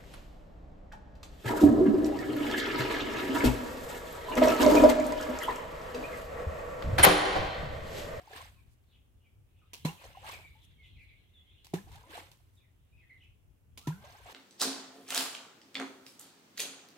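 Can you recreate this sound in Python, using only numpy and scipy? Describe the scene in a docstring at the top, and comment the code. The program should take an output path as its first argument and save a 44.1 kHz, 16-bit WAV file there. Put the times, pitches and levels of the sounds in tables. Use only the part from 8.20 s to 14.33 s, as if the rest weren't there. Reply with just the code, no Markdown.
"""Splashes and low plops, each followed by a patter of drops, in a deep, still pond with rocky banks.
Balls of fishing bait are lobbed in. Each slaps the surface and drags down a pocket of air, which
pinches off with a plop. A ring of water (the crown) and then a jet are thrown up, and fall back
as drops and ringing bubbles. Birds chatter far off over a light rumble of wind."""
import sys
import numpy as np
from scipy import signal
from scipy.fft import rfft, irfft
from scipy.io import wavfile

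SR = 44100
rng = np.random.default_rng(int(sys.argv[2]) if len(sys.argv) > 2 else 0)


def digitize_waveform(pressure):
    """Quantize a signal to 16-bit integers and store it at the path in sys.argv[1].

    Rows of a 2-D input are taken as channels; values are limited to [-1, 1].
    """
    field = np.atleast_2d(pressure).T
    bounded = np.clip(field, -1, 1)
    quanta = np.round(bounded * 32767).astype(np.int16)
    wavfile.write(sys.argv[1], SR, quanta)


N = 270287
TIME = np.arange(N) / SR

# A "colour" is how strong each frequency is. A "decay" is the time to fade by 60 dB.
# Levels are relative: the functions below scale them further.
# colour of the wind and hiss: frequency_hz, level_db
WIND_COLOUR = [(20, -32), (32, -6.5), (46, -3), (91, 1.5), (194, -18), (330, -22), (600, -30.5),
               (1100, -35), (2000, -39.5), (2800, -37), (3800, -47.5), (5200, -45), (12500, -43),
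               (16000, -44)]
# how alike the wind is on both sides: frequency_hz, likeness (0 to 1)
WIND_LIKENESS = [(30, 0.56), (130, 0.79), (290, 0.2), (640, 0.18), (1400, 0), (16000, 0)]
# which way the wind leans: frequency_hz, left_minus_right_db
WIND_BALANCE = [(30, 4.5), (80, 0.5), (200, 4), (2000, -2), (12000, -1.5)]
# gusts that lift the rumble: middle_s, length_s, boost_db
GUSTS = [(0.42, 0.33, 6.5), (1.152, 0.25, 0), (2.05, 0.54, 4.5), (2.762, 0.53, 6), (3.725, 0.19, 11.5),
         (5.894, 0.85, 3.5)]
# faint rustles: start_s, length_s, level_db
RUSTLES = [(0.47, 0.097, -76.5), (2.406, 0.073, -69.5), (2.615, 0.12, -80), (2.776, .1, -79.5),
           (4.296, .13, -78), (5.026, 0.035, -81)]
# loudness of a flock deep in the trees: time_s, level_db
FLOCK_LEVELS = [(0, -92), (1.25, -89), (1.6, -67.5), (2.55, -72.5), (2.8, -70), (3.05, -73.5), (3.4, -71),
                (4.3, -98), (4.95, -76), (5.3, -93), (6.13, -77)]
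# colour of the flock: frequency_hz, level_db
FLOCK_COLOUR = [(1200, -28), (1900, 0), (2300, -3.5), (3000, 1.5), (3700, 2), (4150, -1.5), (4600, -16),
                (7000, -14), (9000, -40)]
# bird notes, most sliding down: start_s, length_s, level_db, middle_pitch_hz, slide_octaves, roughness
BIRD_NOTES = [(0.357, 0.028, -75, 1110, -0.13, 0.6), (0.361, 0.052, -72, 2420, -0.17, 0.1),
              (0.668, 0.07, -80, 3820, 0, 0.83), (0.71, 0.073, -70.5, 3096, -0.45, 1.07),
              (0.999, 0.084, -78.5, 2990, 0.15, .74), (1.04, 0.047, -72, 2400, -0.067, 0.57),
              (1.335, 0.12, -77.5, 2580, -0.058, .8), (1.414, 0.028, -70.5, 1240, -0.18, 0.95),
              (1.596, .074, -67.5, 3160, -.33, .67), (1.771, 0.045, -62, 2660, -.13, 0.58),
              (1.927, 0.1, -62.5, 2786, 0, .7), (2.116, 0.052, -50.5, 2413, -0.27, 0.38),
              (2.231, 0.0425, -54.5, 2293, -.11, 0.45), (2.405, 0.061, -66.5, 3470, -.13, 0.84),
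              (2.578, 0.075, -63.5, 2142, -.19, 0), (2.628, 0.052, -62, 3043, -0.26, 1),
              (2.753, 0.046, -64, 2244, -0.39, 0.39), (2.785, 0.056, -58.5, 2360, -0.445, .54),
              (2.876, 0.073, -62.5, 2322, -0.19, 0.62), (3.138, 0.064, -64, 3490, -0.11, 0),
              (3.26, 0.068, -67.5, 3330, .22, 0.43), (3.348, .069, -70, 3050, -0.41, 0.45),
              (4.367, 0.025, -68.5, 3594, -0.074, 0.34), (4.389, 0.077, -75.5, 2280, -0.62, .6),
              (4.722, 0.033, -70.5, 2480, 0.1, 0.2), (4.768, 0.044, -65.5, 2560, -0.094, 0.61),
              (4.809, 0.045, -67.5, 2006, -.29, 0.53), (4.895, .023, -55, 2088, -0.22, .42),
              (4.921, .044, -65, 2030, -0.115, 0.72), (5.0, 0.064, -63, 2666, -0.27, 0.8)]
# one long, thin, rising bird whistle: time_s, pitch_hz, level_db
BIRD_WHISTLE = [(5.6, 1100, -68), (5.635, 1230, -70), (5.65, 1340, -58), (5.71, 1375, -63),
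                (5.784, 1547, -64.5), (5.871, 1623, -68), (5.95, 1554, -61), (6.03, 1530, -80)]
# thrown-up water lands twice, first the crown, then the jet:
# pinch_off_s, crown_spray_db, crown_churn_db, jet_flight_s, jet_spray_db, jet_churn_db
SPLASHES = [(-.28, -63.5, -60, 0.4564, -53.5, -50), (1.651, -62, -58.5, 0.45, -51, -46.5),
            (3.536, -67.5, -60, .43, -54, -49.5), (5.674, -62, -55.5, 0.432, -55.5, -53.5)]
# how each of the two showers swells and thins out: rise_db_per_s, fade_db_per_s, rounded_top_s
CROWN_SHAPE = (250, 54, .015)
JET_SHAPE = (296, 196, 0.035)
# colour of fine drops landing: frequency_hz, level_db
SPRAY_COLOUR = [(300, -10), (650, -24), (1100, 0.5), (1700, 0), (2600, 0), (4000, -3), (6400, -19.5),
                (8200, -11.5), (10500, -21.5), (13700, -11.5), (16000, -36)]
# the loudest single bubbles: start_s, level_db, pitch_hz, decay_s
BUBBLES = [(.004, -51.5, 700, 0.12), (.075, -41, 825, 0.042), (.110, -40, 723, 0.05),
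           (.131, -36, 1620, .025), (.205, -37, 1030, 0.051), (1.651, -30.5, 3950, 0.038),
           (1.652, -28, 543, 0.031), (1.653, -40, 714, 0.1), (1.665, -37, 971, 0.12),
           (1.683, -34.5, 2670, 0.052), (1.688, -44, 791, 0.17), (1.948, -44, 1007, .045),
           (1.971, -37, 745, 0.058), (2.037, -45, 822, 0.16), (2.352, -58.5, 843, 0.15),
           (3.536, -19, 686, .011), (3.565, -39.5, 774, 0.04), (3.582, -41.5, 1660, 0.037),
           (3.671, -52, 730, 0.058), (3.755, -52, 791, 0.165), (3.835, -54.5, 952, 0.13),
           (3.952, -39.5, 688, 0.059), (3.977, -34, 810, 0.033), (5.675, -30.5, 927, 0.038),
           (5.704, -36, 913, 0.04), (5.721, -38.5, 1530, 0.022), (5.84, -50.5, 573, .14),
           (5.949, -44.5, 797, 0.048), (6.058, -43, 695, 0.066)]
# a ball, a crumb or a gob of water hits the surface: start_s, level_db, decay_s
SLAPS = [(1.5326, -42, 0.14), (1.686, -52, 0.041), (3.4442, -51, 0.09), (3.468, -52.5, 0.027),
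         (3.717, -53.5, 0.072), (3.756, -53.5, 0.083), (4.115, -53.5, 0.062), (5.5747, -39.5, 0.059),
         (5.923, -53, 0.043)]
# colour of a slap: frequency_hz, level_db
SLAP_COLOUR = [(150, -17), (250, -4.5), (600, -10.5), (950, -5), (1300, -11.5), (1800, -13), (2600, -3),
               (4100, -5), (6000, -8), (10500, -13), (13200, -14), (16000, -17.5)]
# an air pocket pinches off: start_s, gulp_db, gulp_hz, bubble_delay_s, bubble_db, bubble_hz,
# bubble_rise_per_s, bubble_decay_s, crack_db, crack_decay_s
PLOPS = [(1.6503, -16.5, 222, -0.0028, -22, 149.8, 2.1, 0.15, -36, 0.21),
         (3.5381, -16, 327, -.0027, -26, 159.5, 3.6, 0.17, -40, 0.17),
         (5.6724, -18.5, 238.3, .0043, -23.5, 137.4, 4.4, 0.2, -38.5, 0.098)]
# colour of the crack as the pocket shuts: frequency_hz, level_db
CRACK_COLOUR = [(240, -19), (400, -8), (600, -21), (1000, -10), (1400, -17.5), (2100, -16.5), (2900, -19),
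                (4000, -20), (4950, -25.5), (5900, -22), (10400, -28), (13300, -26.5), (16000, -38)]
# how long the banks echo: frequency_hz, decay_s
ECHO_DECAY = [(150, 0.22), (800, 0.31), (2500, 0.37), (6000, 0.45), (14000, 1)]
# how far the left side's wave runs ahead of the right's: frequency_hz, lead_radians
LEFT_LEAD = [(0, -2.5), (300, 0.38), (700, 0.71), (1000, 0.5), (1250, 3.5), (1800, 3.5)]


def amp(db):
    """Turns decibels into a number to multiply by."""
    return 10 ** (np.asarray(db) / 20)


def unit(x):
    """Scales a signal to an average strength (rms) of one."""
    return x / np.sqrt(np.mean(x ** 2) + 1e-20)


def look_up(table, hz):
    """Reads between the rows of a table, with frequency spaced by octaves."""
    row_hz, values = np.transpose(table)
    return np.interp(np.log(hz + 1), np.log(row_hz + 1), values)


def add(mix, start_s, sound):
    """Mixes a sound in at the given time."""
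    part = mix[..., max(round(start_s * SR), 0):][..., :sound.shape[-1]]
    part += sound[..., :part.shape[-1]]


def tint(x, colour):
    """Turns each frequency up or down to follow a colour table."""
    n = x.shape[-1]
    return irfft(rfft(x) * amp(look_up(colour, np.fft.rfftfreq(n, 1 / SR))), n)


def wander(n, per_s):
    """A random wobble, about one in size, that changes course per_s times a second."""
    points = unit(rng.standard_normal(8192))
    return np.interp(np.arange(n) * per_s / SR, np.arange(len(points)), points)


def near_rocks(x, split_hz=1500):
    """Makes stereo: lows reach the left first; highs scatter off rocks, differently on each side."""
    hz, t = np.fft.rfftfreq(2048, 1 / SR), np.arange(2048) / SR
    scatter = rfft(rng.standard_normal((2, 2048)) * np.exp(-t / 0.0023))
    low_share = 1 / (1 + (hz / split_hz) ** 8)
    direct = np.exp(-1j * look_up(LEFT_LEAD, hz) * np.array([[0], [1]]))
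    both = direct * np.sqrt(low_share) + scatter / abs(scatter) * np.sqrt(1 - low_share)
    response = np.roll(irfft(both), 1024, axis=1)
    return signal.oaconvolve(x[None], response, axes=1)[:, 1024:1024 + N]


def share_lows(noises, split_hz=1550):
    """Makes two unrelated noises alike in their lows, with the left one ahead."""
    n = noises.shape[-1]
    hz = np.fft.rfftfreq(n, 1 / SR)
    left, right = rfft(noises)
    likeness = 0.9 / (1 + (hz / split_hz) ** 8)
    shared = likeness * left * np.exp(-1j * look_up(LEFT_LEAD, hz))
    return irfft([left, shared + np.sqrt(1 - likeness ** 2) * right], n)


def bank_echo(x, swell_s=0.0022):
    """The banks and trees send back a blurred echo, each frequency fading at its own speed."""
    hz, t, noise = signal.stft(rng.standard_normal((2, SR)), SR, nperseg=256)
    fade = amp(-60 * t / look_up(ECHO_DECAY, hz)[:, None])
    swell = 1 - np.exp(-t / swell_s)
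    tail = signal.istft(noise * fade * swell, SR, nperseg=256)[1]
    return signal.fftconvolve(np.atleast_2d(x), tail / np.linalg.norm(tail[0]), axes=1)[:, :N]


def bubble(hz, rise_per_s, decay_s, swell_s=0.0018):
    """A pocket of air rings, its pitch rising as it nears the surface."""
    t = np.arange(int(2 * decay_s * SR)) / SR
    loudness = amp(-60 * t / decay_s) * (1 - np.exp(-t / swell_s))
    return loudness * np.sin(2 * np.pi * hz * (t + rise_per_s * t * t / 2))


def swarm(centre_hz, octaves, per_s, cycles, spread_db, sizes=40):
    """Short bubble tones of many sizes start at random, each fading over so many cycles."""
    out = np.zeros(N)
    for size_rank in np.linspace(0.02, 0.98, sizes):
        offset_octaves = octaves * np.log(size_rank / (1 - size_rank)) / 2
        hz = min(centre_hz * 2 ** offset_octaves, SR / 3)
        start_dice, level_dice = rng.random((2, N))
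        starts = start_dice < per_s / sizes / SR
        kicks = np.zeros(N)
        kicks[starts] = amp(spread_db * np.minimum(-np.log(level_dice[starts]), 3))
        ring = bubble(hz, rng.uniform(0, 18), cycles / hz, swell_s=0.25 / hz)
        out += signal.oaconvolve(kicks, ring)[:N]
    return unit(out)


def wind(level_db=-61, calm_db=-2, flutter_db=2.5, rumble_below_hz=250):
    """Wind rumbles on the microphones in gusts, under a steady faint hiss."""
    hz = np.fft.rfftfreq(N, 1 / SR)
    left, other = rfft(rng.standard_normal((2, N)))
    likeness = look_up(WIND_LIKENESS, hz)
    spectrum = np.array([left, likeness * left + np.sqrt(1 - likeness ** 2) * other])
    spectrum *= amp(look_up(WIND_COLOUR, hz) + np.array([[0.5], [-0.5]]) * look_up(WIND_BALANCE, hz))
    steady = irfft(spectrum, N)
    rumble = irfft(spectrum / (1 + (hz / rumble_below_hz) ** 4), N)
    gust_db = sum(db * np.exp(-(2 * (TIME - middle_s) / length_s) ** 2)
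                  for middle_s, length_s, db in GUSTS)
    rumble_gain = amp(calm_db + gust_db + flutter_db * wander(N, 16))
    return amp(level_db) * (steady + rumble * (rumble_gain - 1)) / steady.std()


def rustles():
    """Soft, grainy swells of high hiss."""
    out = np.zeros((2, N))
    treble = signal.butter(2, [4500, 13000], "bandpass", fs=SR, output="sos")
    for start_s, length_s, db in RUSTLES:
        n = int(length_s * SR)
        grains = rng.standard_normal((2, n)) * amp(3 * wander(n, 200))
        add(out, start_s, amp(db) * unit(signal.sosfilt(treble, grains)) * np.hanning(n))
    return out


def flock():
    """Many far chirps, blurred into a haze by the trees."""
    times_s, levels_db = np.transpose(FLOCK_LEVELS)
    chirps = swarm(3035, octaves=0.49, per_s=300, cycles=60, spread_db=3.5, sizes=24)
    haze = unit(bank_echo(tint(chirps, FLOCK_COLOUR)))
    return haze * amp(np.interp(TIME, times_s, levels_db))


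def birds(direct_db=-3, echo_db=3, overtone_db=-26.5):
    """Birds sing sliding notes, some raspy, and one thin whistle; the banks echo them."""
    song = np.zeros(N)
    for start_s, length_s, db, middle_hz, slide_octaves, roughness in BIRD_NOTES:
        n = int(length_s * SR)
        progress = np.linspace(0, 1, n)
        rasp = 0.14 * roughness ** 1.7 * wander(n, 900) + 0.018 * wander(n, 120)
        pitch_hz = middle_hz * 2 ** (slide_octaves * (progress - 0.5)) * (1 + rasp)
        phase = 2 * np.pi * np.cumsum(pitch_hz) / SR
        tone = np.sin(phase) + amp(overtone_db) * np.sin(2 * phase)
        arch = np.sqrt(2 * abs(np.sin(np.pi * progress)))
        add(song, start_s, amp(db) * arch * tone)
    times_s, pitches_hz, levels_db = np.transpose(BIRD_WHISTLE)
    whistle_hz = np.interp(TIME, times_s, pitches_hz) * (1 + 0.012 * wander(N, 200))
    whistle_gain = amp(np.interp(TIME, times_s, levels_db, left=-150, right=-150))
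    song += whistle_gain * np.sin(2 * np.pi * np.cumsum(whistle_hz) / SR)
    return amp(direct_db) * song + amp(echo_db) * bank_echo(song)


def shower(peak_s, rise_db_per_s, fade_db_per_s, top_s):
    """Loudness of a shower of drops that swells until peak_s, then thins out."""
    t = TIME - peak_s
    slope = np.where(t < 0, rise_db_per_s, fade_db_per_s)
    return amp(-slope * (np.hypot(t, top_s) - top_s))


def falling_water(mist, crown_flight_s=0.19, heavy_lead_s=0.011, drizzle_db=-21.5, clumps_db=2.14):
    """Loudness of the mist or of the heavy drops just before it: crown, then jet, landing in clumps."""
    power = np.zeros(N)
    for start_s, crown_spray_db, crown_churn_db, jet_flight_s, jet_spray_db, jet_churn_db in SPLASHES:
        if mist:
            crown_db, jet_db = crown_spray_db, jet_spray_db
        else:
            crown_db, jet_db = crown_churn_db, jet_churn_db
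            start_s -= heavy_lead_s
        power += (amp(crown_db) * shower(start_s + crown_flight_s, *CROWN_SHAPE)) ** 2
        power += (amp(jet_db) * shower(start_s + jet_flight_s, *JET_SHAPE)) ** 2
        if mist:  # the jet's finest drops drizzle on
            rise, _, top_s = JET_SHAPE
            drizzle = shower(start_s + jet_flight_s, rise, fade_db_per_s=33.5, top_s=top_s)
            power += (amp(jet_db + drizzle_db) * drizzle) ** 2
    return np.sqrt(power) * amp(clumps_db * wander(N, per_s=55))


def spray(patter_db=3, drips_db=-3.5, fizz_db=-3.5):
    """A mist of fine drops patters on the surface; larger drops trap tiny ringing bubbles."""
    hiss = unit(share_lows(tint(rng.standard_normal((2, N)), SPRAY_COLOUR)))
    patter = amp(patter_db) * hiss * amp(1.2 * wander(N, 110))
    drips = amp(drips_db) * swarm(2400, octaves=0.6, per_s=380, cycles=42, spread_db=3.5)
    fizz = amp(fizz_db) * swarm(7500, octaves=0.7, per_s=600, cycles=32, spread_db=4)
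    lean_right = amp([[-0.8], [0.8]])
    return (patter + near_rocks(drips + fizz)) * falling_water(mist=True) * lean_right


def churn(gurgle_db=-3, plinks_db=-7):
    """Falling water pushes a gurgling swarm of bubbles under; a few ring longer."""
    gurgle = amp(gurgle_db) * swarm(812, octaves=0.701, per_s=400, cycles=24, spread_db=4)
    plinks = amp(plinks_db) * swarm(901, octaves=0.4, per_s=70, cycles=41, spread_db=2.5, sizes=16)
    return near_rocks((gurgle + plinks) * falling_water(mist=False))


def single_bubbles(rise_per_decay=0.306):
    """The loudest bubbles ring out one by one as plinks and blips."""
    out = np.zeros(N)
    for start_s, db, hz, decay_s in BUBBLES:
        add(out, start_s, amp(db) * bubble(hz, rise_per_decay / decay_s, decay_s))
    return near_rocks(out)


def water_burst(colour, decay_s, trail_db, trail_decay_s, grain_db, snap_db=-12, snap_decay_s=0.034):
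    """Water tears: one sharp snap, a rush of tiny ones that dies fast, then a thin trail of droplets."""
    t = np.arange(SR // 2) / SR
    grains = rng.standard_normal((2, len(t))) * amp(grain_db * wander(len(t), 980))
    snap = amp(snap_db - 60 * t / snap_decay_s)
    rush = amp(-60 * t / decay_s)
    trail = amp(trail_db - 60 * t / trail_decay_s)
    swell = 1 - np.exp(-t / 0.0006)
    loudness = np.sqrt(snap ** 2 + rush ** 2 + trail ** 2) * swell
    return unit(share_lows(tint(grains, colour))) * loudness


def slaps():
    """Balls, crumbs and gobs of water hit the surface with a bright smack."""
    out = np.zeros((2, N))
    for start_s, db, decay_s in SLAPS:
        smack = water_burst(SLAP_COLOUR, decay_s, trail_db=-16, trail_decay_s=0.46, grain_db=-5)
        add(out, start_s, amp(db) * smack)
    return out * amp([[-1], [1]])  # a little to the right


def plops(crack_lead_s=0.001014, bass_cut_hz=92):
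    """The air pocket's neck snaps shut with a crack and a quick gulp; the big trapped bubble rings on."""
    tones, cracks = np.zeros(N), np.zeros((2, N))
    for start_s, gulp_db, gulp_hz, delay_s, db, hz, rise_per_s, decay_s, crack_db, crack_decay_s in PLOPS:
        gulp = bubble(gulp_hz, rise_per_s=29, decay_s=0.025, swell_s=0.0014)
        add(tones, start_s, amp(gulp_db) * gulp)
        add(tones, start_s + delay_s, amp(db) * bubble(hz, rise_per_s, decay_s))
        crack = water_burst(CRACK_COLOUR, crack_decay_s, trail_db=-13.5, trail_decay_s=0.43, grain_db=-0.5)
        add(cracks, start_s - crack_lead_s, amp(crack_db) * crack)
    # a bubble just under the surface gives off almost no deep bass
    bass_cut = signal.butter(3, bass_cut_hz, "highpass", fs=SR, output="sos")
    return near_rocks(signal.sosfilt(bass_cut, tones)) + cracks * amp([[-0.6], [0.6]])


def scene(echo_db=-9.5):
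    """The splashes and their faint echo from the banks, with birds, wind and rustles behind."""
    water = slaps() + plops() + single_bubbles() + spray() + churn()
    return water + amp(echo_db) * bank_echo(water) + birds() + flock() + wind() + rustles()


def record(dry, top_hz=15950):
    """Cuts away the very highest treble."""
    treble_cut = signal.firwin(511, top_hz, window=("kaiser", 9), fs=SR)
    return signal.oaconvolve(dry, treble_cut[None], "same")


dry = scene()
out = record(dry)
digitize_waveform(out)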